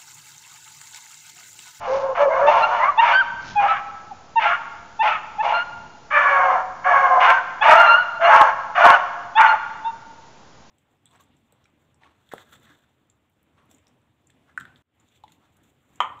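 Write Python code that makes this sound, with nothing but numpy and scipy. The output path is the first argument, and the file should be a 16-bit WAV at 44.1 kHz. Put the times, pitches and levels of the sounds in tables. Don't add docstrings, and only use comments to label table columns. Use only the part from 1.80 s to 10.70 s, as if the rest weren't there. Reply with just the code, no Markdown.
import sys
import numpy as np
from scipy import signal
from scipy.fft import rfft, irfft
from scipy.io import wavfile

SR = 44100
rng = np.random.default_rng(int(sys.argv[2]) if len(sys.argv) > 2 else 0)


def materialize(psi):
    bounded = np.clip(np.atleast_2d(psi).T, -1, 1)
    quanta = np.round(bounded * 32767).astype(np.int16)
    wavfile.write(sys.argv[1], SR, quanta)


N = 392490

# t/s, level/dB (before RUMBLE_GAIN_DB)
RUMBLE_LEVELS = [(0.0, -50.5), (0.57, -47), (1.38, -54.5), (1.81, -45.5), (2.38, -67), (2.68, -59),
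                 (5.06, -53), (6.64, -65), (6.79, -55), (7.09, -58), (8.9, -72.5)]
RUMBLE_GAIN_DB = -4
# f/Hz, relative density/dB per Hz
AIR_SPECTRUM = [(15, -29), (25, -19.5), (80, -7.5), (200, -7.5), (400, -12), (900, -10), (2000, -20.5),
                (4000, -24), (6500, -23.5), (7200, -11.5), (7800, -38.5)]
AIR_LEVEL_DB = -49.5
# start t/s, length/s, level/dB (before LEAVES_GAIN_DB)
LEAF_SWELLS = [(0.0, .3, -48), (1.57, 0.25, -47)]
LEAVES_GAIN_DB, CRACKLES_PER_S = 5, 2500
# f/Hz, t60/s
TRUNK_DECAY = [(400, 1.3), (900, 1.26), (1500, 1.325), (3000, 0.92), (6000, 2.19)]
FIRST_TRUNK_S, TAIL_GAIN_DB = 0.028, -17.5

# swell/s, dying/s, scoop below the first pitch/%, fall below the last pitch/%
BAY_TIMES = (.045, .03, 5, 0)
SQUEAL_TIMES = (0.02, 0.028, 0.72, 0)
CORE_TIMES = (.02, .03, .3, .3)
YELP_SWELL_S, YELP_FALL_PERCENT = 0.013, 1.2
# 1st harmonic offset/dB, then extra drop of each higher harmonic below the 1st/dB
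BAY_SHAPE = [(-19.5, -2.5, -8.5, -12.5), (2.5, 1.5, -4, -5.5), (-1, -1, 6.5, 6.5), (-10.5, -3, 4, 5.5)]
SQUEAL_SHAPE = [(-10.5, 4, 13), (-0.46, .3, -1), (0, 2.5, 10), (-12, 15, 30)]
YELP_SHAPE = [(-27, 17, 16, 10.5), (0, 16.5, 7, -5.5), (0, 0.5, -1, 0), (-9, 6, 8, 14)]
# level at start/dB, at end/dB, relative to the hold
CORE_EDGES = (-7, -8)

# start t/s, length/s, from f/Hz, to f/Hz, last f/Hz, level/dB,
# 2nd, 3rd, 4th harmonic drop below the 1st/dB
BAY_CALLS = [ (0.07, 0.15, 528.4, 552, 540, -23.5, 14, 26.5, 28.5),
             (0.2, 0.15, 544, 527, 512, -25, 11.5, 34, 33.5),
             (0.386, 0.12, 584, 547, 545, -16, 12.5, 24.5, 29),
             (0.498, 0.12, 536.5, 535, 540, -27.5, -1.5, 15.5, 11.5),
             (0.597, .135, 571.3, 593, 603, -17.5, 13, 21, 33),
             (0.992, 0.13, 509, 587, 546, -52, -35, -8, -18.5),
             (4.305, 0.47, 588.2, 524.4, 505, -30, -9, -3, 4),
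             (5.041, 0.42, 564.5, 510, 510, -33.5, -15, -4.5, 3), ]
# start t/s, length/s, from f/Hz, to f/Hz, last f/Hz, level/dB, 2nd, 3rd harmonic drop/dB
SQUEAL_CALLS = [ (0.816, 0.059, 1365, 1393, 1396, -18.5, 7.3, 20),
                (1.325, .11, 1511, 1581, 1170, -13, 17, 27.5),
                (1.882, 0.07, 1305, 1323, 1260, -15.5, 22, 30.5),
                (2.644, 0.13, 1371, 1404, 1520, -22, 18, 36), (3.263, 0.12, 1349, 1288, 1187, -23, 12, 42),
                (3.732, .11, 1393, 1411, 1474, -23, 9, 18.5),
                (5.475, 0.14, 1568, 1545, 1420, -22, 34, 45.5),
                (5.966, 0.12, 1395, 1407, 1350, -14, 10.3, 29.5),
                (6.06, 0.12, 1372, 1401, 1472, -11.5, 8.9, 23.5),
                (6.163, .075, 1455, 1464, 1410, -16, 17, 33), (6.437, .06, 1395, 1430, 1410, -22, 3, 17),
                (7.01, 0.08, 1440, 1507, 1480, -13.5, 22, 46.5),
                (7.12, 0.059, 1495, 1480, 1160, -11.5, 17, 38),
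                (7.67, 0.073, 1414, 1395, 1440, -19, 14, 20.5), ]
# dying/s, scoop/%, swell short by/dB, start t/s, length/s, from f/Hz, to f/Hz,
# level/dB, 2nd, 3rd, 4th harmonic drop/dB
YELP_CALLS = [ (0.028, 3.5, 1.5, 0.662, 0.049, 892, 902, -13.5, 10.5, 12, 26.5),
              (0.016, 3, 3, 1.173, 0.042, 877, 933, -9, 8.5, 10.14, 25),
              (0.038, 1, 4, 1.753, 0.078, 838, 819, -13.5, 19, 13.5, 34.5),
              (.024, -3, -4, 2.305, 0.036, 840, 768, -35.5, 25, 35, 43.5),
              (.014, -1.5, 2.5, 2.555, 0.045, 917, 910, -11, 15, 15.7, 37.5),
              (.014, 0, 3.5, 3.189, 0.044, 870, 910, -14.5, 10, 12, 29),
              (0.013, 5, 5.5, 3.58, 0.045, 830, 888, -16, 13.5, 18, 36.5),
              (.011, 3, -1.5, 5.808, .03, 850, 866, -19, -5, 4.4, 16.5),
              (0.014, 2.5, 6, 7.55, 0.047, 847, 909, -12, 7, 12, 18),
              (0.044, 5, 2, 8.041, 0.072, 890, 917, -21.5, 40, 25.6, 25.5), ]
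# start t/s, length/s, from f/Hz, to f/Hz, early level/dB, late level/dB
BARK_CORES = [ (0.358, .05, 698, 687, -25, -29), (0.479, .14, 632, 701, -23, -19),
              (0.72, 0.17, 865, 850.7, -28, -24), (1.208, .132, 937, 946, -13.5, -21),
              (1.825, .145, 805, 798, -17, -28), (2.598, 0.09, 869, 847, -20, -21),
              (2.623, 0.12, 688, 690, -29, -28.5), (3.224, .116, 852, 851, -18, -24),
              (3.654, 0.15, 683.3, 692.5, -30, -29), (3.638, 0.14, 826, 864, -25.5, -22.5),
              (4.559, .25, 744.3, 750, -24, -19), (5.051, 0.11, 734, 702, -20.5, -21),
              (5.23, .2, 727, 736, -25, -17), (5.425, .135, 1045, 1028, -17, -21),
              (5.84, .16, 880, 867, -15.5, -18), (5.855, .175, 713, 693, -19.5, -23),
              (6.394, .12, 664.5, 688, -24, -14), (6.485, .155, 862, 852.6, -14, -15),
              (6.535, .125, 1112, 1068, -15, -16), (6.951, 0.13, 705, 688, -28, -9.5),
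              (7.045, .085, 1078, 1094, -12, -12.5), (7.58, .18, 890, 877.6, -11, -16),
              (7.595, .105, 1172, 1144, -20.5, -29), ]

# start t/s, peak after/s, length/s, first burst, peak, late level/dB (before BARK_GAIN_DB),
# open mouth at start, end/dB, snarl at start, end/dB
HOARSE_BARKS = [ (0, 0.04, 0.4, -25.5, -23.5, -28, -9.5, -15.5, -13.5, -23),
                (0.346, .075, .15, -20, -12.5, -16, -2.5, -12, -5.5, -27.5),
                (0.47, .09, 0.24, -20.5, -19, -16, -13.5, -6.5, -24.5, -19),
                (0.66, .06, 0.24, -12, -11.5, -12, -18.5, -9, -14.5, -14.5),
                (0.86, .1, 0.28, -17, -16.5, -17.5, -13.5, -1.5, -17.5, -14),
                (1.199, 0.12, 0.2, -16.5, -13, -15, -1.5, -2.2, -3, -7.5),
                (1.79, 0.12, 0.23, -17.5, -21.5, -20.5, -8, 3.7, -12, -4.5),
                (2.588, 0.13, 0.21, -20, -18, -21, -3.5, 4, -1.5, -8.5),
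                (3.22, 0.087, 0.19, -19.5, -19.5, -21, -7, 2.5, 1.5, -5),
                (3.618, 0.081, 0.23, -17.5, -19.5, -22, -19.5, 4, -8, -8.5),
                (4.301, 0.073, 0.55, -18.5, -15, -17.5, 0.5, -5, -8, -22),
                (5.036, 0.078, 0.46, -15.5, -14, -18.5, 0.1, -7, -13, -26),
                (5.398, 0.11, 0.23, -13.5, -8, -13.5, -2, -3, 0.5, -21),
                (5.815, 0.097, 0.4, -10.5, -5.5, -13.5, -3, -3, -7, -20.5),
                (6.402, .14, .34, -14.5, -5, -9, 0.5, -5.5, -11, -18.5),
                (6.947, 0.16, .27, -11.5, -4.5, -9, -0.9, -7.5, -9.5, -15.5),
                (7.568, 0.1, 0.22, -13, -10.5, -13, 3, -2.5, -3, -18.5), ]
BARK_GAIN_DB, BREATH_DB = -4, -34
BARK_BURST_S, BARK_DYING_S = 0.036, 0.1
BARK_START_DB, BARK_END_DB = -9, -9
# f/Hz, single-pass width/Hz, level/dB
THROAT_MODES = [(356, 570, -23.5), (650, 240, 4), (908.4, 320, 9.5)]
MOUTH_MODES = [(1109, 418, 8.5), (1476, 544, 8.5)]
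SNARL_MODES = [(2205, 740, 5), (2910, 250, -0.5), (3183, 210, -5.5), (3583, 224, -12.5)]
BREATH_MODES = [(4300, 200, -31.5), (6200, 2700, -35.5)]

MIC_TOP_HZ, CUTOFF_HZ = 8250, 15800
MIC_OFFSET = 0.0024


def from_db(db):
    return 10 ** (np.asarray(db) / 20)


def rms_one(x):
    return x / np.sqrt(np.mean(x ** 2) + 1e-20)


def at_hz(points, hz):
    table_hz, values = np.transpose(points)
    return np.interp(np.log(hz), np.log(table_hz), values)


def band_noise(x, order, low_hz, high_hz):
    sos = signal.butter(order, [low_hz, high_hz], "band", fs=SR, output="sos")
    return signal.sosfilt(sos, x)


def drift(rate_hz):
    r = np.exp(-2 * np.pi * rate_hz / SR)
    settle = 4000
    noise = rng.standard_normal(N + settle)
    return rms_one(signal.lfilter([1], [1, -2 * r, r * r], noise)[settle:])


def span(rows, attack_s, release_s):
    s, *columns = np.transpose(rows)
    first, last = round(s[0] * SR), min(round(s[-1] * SR), N)
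    t = np.arange(first, last) / SR
    fade = np.clip(np.minimum((t - s[0]) / attack_s, (s[-1] - t) / release_s), 0, 1)
    return slice(first, last), fade, [np.interp(t, s, c) for c in columns]


def rumble():
    low = rms_one(band_noise(rng.standard_normal(N), 2, 30, 200))
    s, level_db = np.transpose(RUMBLE_LEVELS)
    level_db = np.interp(np.arange(N) / SR, s, level_db)
    lumps_db = 3 * drift(2.4)
    return from_db(level_db + RUMBLE_GAIN_DB + lumps_db) * low


def air():
    hz = np.maximum(np.fft.rfftfreq(N, 1 / SR), 10)
    spectrum = rfft(rng.standard_normal(N)) * from_db(at_hz(AIR_SPECTRUM, hz))
    return from_db(AIR_LEVEL_DB) * rms_one(irfft(spectrum, N))


def leaves():
    grains = (rng.random(N) < CRACKLES_PER_S / SR) * rng.standard_normal(N)
    grains = rms_one(band_noise(grains, 1, 250, 6000))
    t = np.arange(N) / SR
    swells = np.zeros(N)
    for start, length, level_db in LEAF_SWELLS:
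        arch = np.sin(np.pi * np.clip((t - start) / length, 0, 1)) ** 2
        swells += from_db(level_db + LEAVES_GAIN_DB) * arch
    return grains * swells


def woodland(x):
    t = np.arange(2 * SR) / SR
    edges_hz = 280 * 2 ** np.arange(0, 5, .5)
    echoes = np.zeros(len(t))
    for low, high in zip(edges_hz, edges_hz[1:]):
        band = band_noise(rng.standard_normal(len(t)), 2, low, high)
        echoes += band * from_db(-60 * t / at_hz(TRUNK_DECAY, np.sqrt(low * high)))
    echoes *= np.clip(t / FIRST_TRUNK_S - 1, 0, 1)
    energy = np.sum(echoes ** 2) * np.mean(edges_hz[[0, -1]]) * 4 / SR
    return signal.fftconvolve(x, .5 * echoes / np.sqrt(energy))[:N]


def voice(notes, jitter_rad, shimmer, rate_hz, release_s):
    out, timing = np.zeros(N), drift(rate_hz)
    strength = [np.tanh(drift(rate_hz)) for _ in range(4)]
    for rows in notes:
        s, hz, *levels_db = np.transpose(rows)
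        corners = np.transpose([s, hz, *from_db(levels_db)])
        at, fade, (hz, *heights) = span(corners, 0.004, release_s)
        phase = 2 * np.pi * np.cumsum(hz) / SR + jitter_rad * timing[at]
        for k, height in enumerate(heights):
            swell = 1 + shimmer * strength[k][at]
            out[at] += np.sqrt(2) * fade * height * swell * np.cos((k + 1) * phase)
    return out


def call(times, shape_db, start, length, from_hz, to_hz, last_hz, level_db, *drops_db):
    swell, dying, scoop, fall = times
    s = start + np.array([0, min(swell, .45 * length), length - min(dying, .54 * length), length])
    hz = [from_hz * (1 - scoop / 100), from_hz, to_hz, last_hz * (1 - fall / 100)]
    offset_db, *extra_db = np.transpose(shape_db)
    first_db = level_db + offset_db
    higher_db = [first_db - drop - extra for drop, extra in zip(drops_db, extra_db)]
    return np.transpose([s, hz, first_db, *higher_db])


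def bays():
    return voice([call(BAY_TIMES, BAY_SHAPE, *row) for row in BAY_CALLS], .32, .6, 40, .02)


def squeals():
    return voice([call(SQUEAL_TIMES, SQUEAL_SHAPE, *row) for row in SQUEAL_CALLS], .17, .4, 50, .015)


def yelp(dying, scoop, short_db, start, length, from_hz, to_hz, *levels_db):
    shape_db = np.array(YELP_SHAPE, float)
    shape_db[:2, 0] -= short_db
    times = (YELP_SWELL_S, dying, scoop, YELP_FALL_PERCENT)
    return call(times, shape_db, start, length, from_hz, to_hz, to_hz, *levels_db)


def yelps():
    return voice([yelp(*row) for row in YELP_CALLS], .04, .05, 60, .006)


def core(start, length, from_hz, to_hz, early_db, late_db):
    start_db, end_db = CORE_EDGES
    shape_db = [(early_db + start_db,), (early_db,), (late_db,), (late_db + end_db,)]
    return call(CORE_TIMES, shape_db, start, length, from_hz, to_hz, to_hz, 0)


def cores():
    return voice([core(*row) for row in BARK_CORES], .6, .6, 35, .015)


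def folds(pulse_hz, wander=.06, scatter=.05, size_db=1.5):
    rate_hz = pulse_hz * np.exp(wander * drift(6) + scatter * drift(200))
    cycles = np.cumsum(rate_hz) / SR
    pulses = np.diff(np.floor(cycles), prepend=0) > 0
    return rms_one(pulses * from_db(size_db * rng.standard_normal(N)))


def resonances(x, modes):
    out = np.zeros(len(x))
    for k, (hz, width_hz, level_db) in enumerate(modes):
        r = np.exp(-np.pi * width_hz / SR)
        b = np.array([1, 0, -1]) * (1 - r * r) / 2
        a = [1, -2 * r * np.cos(2 * np.pi * hz / SR), r * r]
        ringing = signal.lfilter(b, a, signal.lfilter(b, a, x))
        out += (-1) ** k * from_db(level_db) * ringing
    return rms_one(out)


def bark(start, peak, length, burst_db, peak_db, late_db, open_db, open_end_db, snarl_db, snarl_end_db):
    late_s = max(length - BARK_DYING_S, 1.1 * peak)
    s = np.array([0, min(BARK_BURST_S, .8 * peak), peak, late_s, length])
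    level_db = [burst_db + BARK_START_DB, burst_db, peak_db, late_db, late_db + BARK_END_DB]
    done = s / length
    mouth_db = open_db + (open_end_db - open_db) * done
    return np.transpose([start + s, level_db, mouth_db, snarl_db + (snarl_end_db - snarl_db) * done])


def hoarse_barks():
    pulses = folds(440) + folds(345) + folds(570)
    source = pulses + .35 * rng.standard_normal(N)
    throat, mouth, snarl = (resonances(source, modes) * from_db(1.3 * drift(18))
                            for modes in (THROAT_MODES, MOUTH_MODES, SNARL_MODES))
    breath = from_db(BREATH_DB) * resonances(rng.standard_normal(N), BREATH_MODES)
    out = np.zeros(N)
    for row in HOARSE_BARKS:
        at, fade, (level_db, open_db, snarl_db) = span(bark(*row), 0.011, 0.048)
        closed = np.sqrt(np.clip(1 - from_db(2 * open_db), .05, 1))
        body = closed * throat[at] + from_db(open_db) * mouth[at]
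        body += from_db(snarl_db) * snarl[at] + breath[at]
        out[at] += fade * from_db(level_db + BARK_GAIN_DB) * body
    return out


def scene():
    background = air() + rumble() + leaves()
    pack = bays() + squeals() + yelps() + cores() + hoarse_barks()
    tail = from_db(TAIL_GAIN_DB) * woodland(pack)
    return (background + tail + pack)[None]


def record(dry):
    mic = signal.cheby2(10, 60, MIC_TOP_HZ, fs=SR, output="sos")
    heard = signal.sosfilt(mic, dry) + MIC_OFFSET
    top = signal.cheby2(12, 70, CUTOFF_HZ, fs=SR, output="sos")
    return signal.sosfilt(top, np.clip(heard, -1, 1))


dry = scene()
out = record(dry)
materialize(out)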